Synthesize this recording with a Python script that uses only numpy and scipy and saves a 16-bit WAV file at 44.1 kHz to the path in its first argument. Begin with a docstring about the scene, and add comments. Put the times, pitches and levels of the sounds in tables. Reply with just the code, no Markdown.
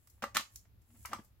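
"""Hands turn a shrink-wrapped cardboard box on a wooden surface in a small room.
After a few faint ticks, its edges scuff and knock on the wood near 0.24 s and 0.37 s,
and the hollow box thuds. In the lull the tight film snaps and hisses under the fingers.
Just past one second comes a last cluster of scuffs, snaps, knocks and thuds.
A faint low rumble wavers underneath throughout."""
import sys
import numpy as np
from scipy import signal
from scipy.fft import rfft, irfft
from scipy.io import wavfile
from scipy.ndimage import uniform_filter1d

SR = 44100
rng = np.random.default_rng(int(sys.argv[2]) if len(sys.argv) > 2 else 0)


def transcribe(signal):
    """Save signal, clipped to [-1, 1], as a 16-bit WAV file at the path in sys.argv[1]."""
    frames = np.atleast_2d(signal).T
    limited = np.clip(frames, -1, 1)
    pcm = np.round(limited * 32767).astype(np.int16)
    wavfile.write(sys.argv[1], SR, pcm)


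N = 61739
T = np.arange(SR // 3) / SR  # time within one event, in seconds
HZ = np.fft.rfftfreq(2 * N, 1 / SR)

# A corner or finger strikes. Each row: start in seconds, level in dB, main wall pitch in Hz,
# low cut in Hz, high cut in Hz, rattle in dB, long ring in dB, pan in dB (positive is left).
KNOCK_CUES = [(.0725, -64, 1177, 604, 2170, 3, -8, 0.5), (.179, -66.5, 900, 500, 1530, -36, 11, 0),
              (0.2383, -21, 1206, 200.8, 1300, -8.5, 3, -0.5), (.3577, -31, 1493, 714, 5530, 4, 15, 1),
              (.3623, -47, 1470, 805, 3000, 3, 32, 1), (0.3677, -19.5, 1252, 882, 4147, 1, -3.5, 0),
              (.3951, -34, 1150, 511, 1700, -5.5, -7.5, 1), (1.0503, -34.5, 980, 1090, 1690, -14, 4, 11.5),
              (1.0528, -36, 1280, 1100, 2500, -12, 8.5, -4), (1.1316, -20, 1198, 550, 1245, -13, -13, -1.5),
              (1.1444, -35, 1015, 704, 1200, -12, -10, 3.5), (1.161, -43, 1340, 900, 1490, -8, -21, 2)]
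# Damped cardboard walls. Each row: ratio to the main pitch, level in dB, T60 in seconds.
WALL_MODES = [(.5, -13, 0.02), (.72, -5.5, 0.02), (1, 3, 0.017), (1.25, -9, .016), (1.62, -8.5, 0.022),
              (2.3, -8, 0.027)]
# The longer ring of box and wood. Each row: frequency in Hz, level in dB.
RING_MODES = [(245, -24), (571, -21), (815, -32.5), (1100, -25), (1174, -28), (1300, -29.5), (1548, -27.5),
              (1771, -24.5), (1953, -24), (2096, -28), (2300, -30), (2677, -31), (2803, -31), (3540, -33)]
# Tone of the rattling contents. Each row: frequency in Hz, level in dB.
RATTLE_EQ = [(150, -24), (450, -15.5), (1000, -1), (2000, 5), (4000, 2.5), (8000, -1.5), (16000, -19)]
# The hollow box takes weight. Each row: start in seconds, level in dB, pitch in Hz, swell in seconds.
THUD_CUES = [(0.2244, -36.5, 217.2, 0.0075), (0.35, -40.5, 255, 0.0061), (.360, -45, 217, 0.0076),
             (.394, -41.5, 256, .003), (0.877, -62, 233.4, 0.035), (0.941, -54.5, 249, .007),
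             (1.092, -53, 226, 0.0098), (1.129, -45, 302, .004), (1.15, -43.5, 229, 0.0036),
             (1.1915, -38.5, 227.4, 0.0022)]
# Low body of the box. Each row: ratio to the thud's pitch, level in dB.
BODY_MODES = [(.75, -23), (1.001, -6), (1.33, -17.5)]
# An edge drags on the wood. Each row: start and length in seconds, level in dB, tilt in dB per octave.
SCUFF_CUES = [(.2200, 0.012, -39.5, -0.84), (0.3437, 0.01, -36.5, 3), (0.353, 0.0037, -38, 3),
              (0.4057, 0.0031, -38, 3), (0.649, 0.0084, -70.5, -1.5), (0.9, 0.0046, -66, -2.5),
              (0.942, .025, -74, -3), (1.081, 0.072, -61, -1), (1.1108, 0.0068, -51.5, -7.5),
              (1.1163, 0.013, -47.5, -4.5), (1.181, 0.018, -58, -4.5)]
# Tone of cardboard on wood. Each row: frequency in Hz, level in dB.
SCUFF_EQ = [(100, -28.5), (250, -8.5), (430, -14.5), (600, -1), (850, -2), (1300, -1.5), (2000, -3.5),
            (2900, -4.5), (4000, -13), (6200, -9), (10000, -21), (16000, -21.5)]
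# The film snaps. Each row: start in seconds, level in dB, decay in seconds,
# tilt in dB per octave, pan in dB.
SNAP_CUES = [(.072, -58.5, 0.0048, 4, -4), (0.098, -62, .008, 1.5, 4.5), (0.2396, -46, 0.0015, -1.5, 1.5),
             (0.3568, -43, .001, -9.5, 2), (.3682, -28.5, 0.0027, -2, -0.5),
             (.522, -69.5, 0.0021, 2.5, -12), (0.558, -44.5, 0.0032, 0, 1), (.817, -71.5, 0.0068, 2, -3),
             (1.056, -40.5, 0.0026, 0.5, -3), (1.132, -41.5, 0.0022, -6.5, 0.5),
             (1.235, -70, 0.0065, 3, 1.5), (1.246, -64, 0.0087, 3, -0.5)]
# Tone of the buckling film. Each row: frequency in Hz, level in dB.
SNAP_EQ = [(300, -37.5), (1200, -26), (2100, -12.5), (3000, -19), (4000, -7), (5500, 0), (7500, 0.5),
           (9000, -3), (11000, -2), (14000, 0.5), (16000, -8)]
# Fader ride for fingers sliding on film. Each row: time in seconds, level in dB.
SLIDE_FADER = [(0, -75), (0.109, -76), (.14, -73.5), (.19, -80.5), (.3, -112), (0.489, -75), (0.544, -65),
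               (0.602, -71.5), (.68, -100), (0.811, -91), (0.889, -73.5), (0.959, -68), (1.001, -63.5),
               (1.031, -60), (1.111, -69), (1.2, -74), (1.27, -76), (1.33, -92)]
# Tone of skin on film. Each row: frequency in Hz, level in dB.
SLIDE_EQ = [(300, -20), (2000, -13.5), (4000, -14), (6300, -8), (7500, 2.5), (8800, -9), (11000, 3),
            (13000, -7.5), (16000, -2.5)]
# Stereo image of handling noise and rumble. Each row: frequency in Hz, left-right likeness (1 is mono).
SOURCE_LIKENESS = [(50, 0.87), (300, 0.64), (1000, 1), (2500, 0.58), (6000, 0.046), (16000, 0.041)]
# Decay of the small room. Each row: frequency in Hz, T60 in seconds.
REVERB_T60 = [(150, 0.083), (500, 0.067), (1200, 0.11), (3000, 0.15), (7000, 0.23), (15000, 0.083)]
# Tone of the room's tail. Each row: frequency in Hz, level in dB.
REVERB_EQ = [(100, -16.5), (250, -8.5), (500, -14.5), (1200, -12), (3000, -4.5), (7000, -6.5),
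             (15000, -8.5)]
# Stereo image of reverb and hiss. Each row: frequency in Hz, left-right likeness.
ROOM_LIKENESS = [(100, 1), (400, 1), (1200, 0), (4000, 0), (16000, 0)]
# Tone of the low rumble. Each row: frequency in Hz, level in dB.
RUMBLE_EQ = [(15, -23), (30, -12), (45, -13.5), (70, 1), (86, -12), (104, 0), (130, -17.5), (220, -23.5),
             (400, -33), (1000, -57)]
# The rumble swells and fades. Each row: time in seconds, level in dB.
RUMBLE_FADER = [(0, -66.5), (.08, -69), (0.151, -64), (.2, -66), (.3, -61.5), (.38, -60), (.47, -76.5),
                (0.559, -60), (.64, -67), (.69, -61.5), (0.801, -61), (.87, -70.5), (.95, -66),
                (1.0, -55.5), (1.045, -65), (1.14, -58.5), (1.25, -65.5), (1.39, -62.5)]
# Tone of the steady hiss. Each row: frequency in Hz, level in dB.
HISS_EQ = [(100, 0.5), (400, -0.5), (1000, -2.5), (2500, -6.5), (5000, -10.5), (9000, -20.5), (11500, -6.5),
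           (16000, -8)]
# Balance of the microphones. Each row: frequency in Hz, left minus right in dB.
MIC_BALANCE = [(60, -0.2), (500, 2), (1200, 0.8), (4000, 0.9), (8000, -1.7), (13000, 2.5)]

KNOCK_RISE_S, RING_T60_S, RATTLE_DECAY_S = 0.001, 0.1, 0.0046
SCUFF_RISE_S, SCUFF_FALL_S, SCUFF_GRAIN_DB = 0.005, 0.0028, 5.5
SNAP_RISE_S, SNAP_HOLD_S = 0.0008, 0.0033
SLIDE_GRAIN_DB, HISS_DB = 4, -76.5
ROOM_DELAY_S, EARLY_DB, EARLY_DECAY_S = 0.005, -12.5, 0.035
LEFT_LEAD_S, BAND_LIMIT_HZ = 0.00005, 15900


def knock(db, hz, low_cut_hz, high_cut_hz, rattle_db, ring_db):
    """A blow rings walls and wood and rattles the contents; its own low and high cuts thin and dull it."""
    modes = [(hz * ratio, level, t60) for ratio, level, t60 in WALL_MODES]
    modes += [(f, level + ring_db, RING_T60_S) for f, level in RING_MODES]
    ring = sum(amp(level - 60 * T / t60) * np.sin(2 * np.pi * f * T)
               / np.hypot(1, (f / high_cut_hz) ** 2) for f, level, t60 in modes)
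    rattle = amp(rattle_db) * noise(RATTLE_EQ, len(T)) * np.exp(-T / RATTLE_DECAY_S)
    pole = np.exp(-2 * np.pi * high_cut_hz / SR)
    dull_rattle = signal.lfilter([1 - pole], [1, -pole], rattle)
    blow = amp(db) * np.minimum(T / KNOCK_RISE_S, 1) * (ring + dull_rattle)
    return signal.lfilter(*signal.butter(2, low_cut_hz, "high", fs=SR), blow)


def thud(db, hz, swell_s):
    """A soft push swells the low modes of the hollow box."""
    envelope = T / swell_s * np.exp(1 - T / swell_s)
    body = sum(amp(level) * np.sin(2 * np.pi * hz * ratio * T) for ratio, level in BODY_MODES)
    return amp(db) * envelope * body


def scuff(length_s, db, tilt_db):
    """A short grainy drag of cardboard on wood that builds as the edge bites."""
    attack = np.minimum(T / SCUFF_RISE_S, 1) ** 2
    release = np.exp(-np.maximum(T - length_s, 0) / SCUFF_FALL_S)
    return amp(db) * attack * release * grip(SCUFF_GRAIN_DB, len(T)) * noise(SCUFF_EQ, len(T), tilt_db)


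def film_snap(db, decay_s, tilt_db):
    """A wrinkle of film buckles over a few milliseconds with a bright tick."""
    attack = np.minimum(T / SNAP_RISE_S, 1)
    release = np.exp(-np.maximum(T - SNAP_HOLD_S, 0) / decay_s)
    return amp(db) * attack * release * noise(SNAP_EQ, len(T), tilt_db)


def finger_slide():
    """Skin rubs over the film with a fine, grainy hiss."""
    return fader(SLIDE_FADER) * grip(SLIDE_GRAIN_DB, N) * noise(SLIDE_EQ, N)


def grip(depth_db, size):
    """The uneven grip of a sliding surface, as a gain that changes about every millisecond."""
    roughness = unit(uniform_filter1d(rng.standard_normal(size), 40))
    return unit(amp(depth_db * np.tanh(roughness)))


def room(direct):
    """Nearby surfaces add early reflections and a short tail to the direct sound."""
    white = noise([(1, 0), (SR, 0)], len(T), likeness=ROOM_LIKENESS)
    hz, t, bands = signal.stft(white, SR, nperseg=256)
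    t60 = read(REVERB_T60, hz)[:, None]
    late = amp(read(REVERB_EQ, hz)[:, None] - 60 * t / t60) * np.sqrt(np.log(10 ** 6) / (t60 * SR))
    early = amp(EARLY_DB) * np.exp(-t / EARLY_DECAY_S) * np.sqrt(2 / (EARLY_DECAY_S * SR))
    tail = signal.istft(bands * np.hypot(late, early), SR, nperseg=256)[1]
    mix = direct.copy()
    add(mix, ROOM_DELAY_S, signal.fftconvolve(direct, even_out(tail), axes=1))
    return mix


def even_out(tail, bins=120):
    """Tames the strongest chance resonances of a tail while keeping its broad colour."""
    spectrum = rfft(tail, 2 * tail.shape[1])
    power = (abs(spectrum) ** 2).mean(0)
    broad = abs(uniform_filter1d(power, 5 * bins))
    narrow = abs(uniform_filter1d(power, bins)) + 1e-12
    return irfft(spectrum * np.sqrt(broad / narrow))[:, :tail.shape[1]]


def background():
    """A bed of wavering low rumble and faint steady hiss."""
    rumble = fader(RUMBLE_FADER) * noise(RUMBLE_EQ, N)
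    hiss = amp(HISS_DB) * noise(HISS_EQ, N, likeness=ROOM_LIKENESS)
    return rumble + hiss


def noise(eq, size, tilt_db=0, likeness=SOURCE_LIKENESS):
    """Coloured stereo noise with an rms of one, tilted by tilt_db per octave above 300 Hz."""
    hz = np.fft.rfftfreq(size, 1 / SR)
    left, independent = np.exp(2j * np.pi * rng.random((2, len(hz))))
    shared = np.clip(read(likeness, hz), -1, 1)
    right = shared * left + np.sqrt(1 - shared ** 2) * independent
    colour = amp(read(eq, hz) + tilt_db * np.log2(np.maximum(hz, 300)))
    return unit(irfft(np.array([left, right]) * colour, size))


def amp(db):
    """Decibels to gain."""
    return 10 ** (np.asarray(db) / 20)


def unit(x):
    """Scales to an rms of one."""
    return x / np.sqrt(np.mean(x ** 2) + 1e-20)


def fader(points):
    """Turns a fader ride into a gain for every sample."""
    return amp(np.interp(np.arange(N) / SR, *np.transpose(points)))


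def read(points, hz):
    """Reads a table on a log-frequency axis."""
    f, value = np.transpose(points)
    return np.interp(np.log(hz + 1), np.log(f), value)


def add(mix, start_s, sound, pan_db=0):
    """Drops a sound into the mix; positive pan is left."""
    part = mix[:, max(round(start_s * SR), 0):][:, :sound.shape[-1]]
    part += (sound * amp([[pan_db / 2], [-pan_db / 2]]))[:, :part.shape[1]]


def scene():
    """The handled box, a little left of centre, in the room and over the background."""
    box = finger_slide()
    for start_s, *settings, pan_db in KNOCK_CUES:
        add(box, start_s, knock(*settings), pan_db)
    for start_s, *settings, pan_db in SNAP_CUES:
        add(box, start_s, film_snap(*settings), pan_db)
    for start_s, *settings in SCUFF_CUES:
        add(box, start_s, scuff(*settings))
    for start_s, *settings in THUD_CUES:
        add(box, start_s, thud(*settings))
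    right_delay = np.exp(-2j * np.pi * HZ * LEFT_LEAD_S)
    box[1] = irfft(rfft(box[1], 2 * N) * right_delay)[:N]
    return room(box) + background()


def record(dry):
    """The left microphone is slightly stronger in most bands; a steep high cut trims the top."""
    balance = amp(np.outer([0.5, -0.5], read(MIC_BALANCE, HZ)))
    balanced = irfft(rfft(dry, 2 * N) * balance)[:, :N]
    high_cut = signal.firwin(301, BAND_LIMIT_HZ, window=("kaiser", 8), fs=SR)
    return signal.oaconvolve(balanced, high_cut[None], "same")


dry = scene()
out = record(dry)
transcribe(out)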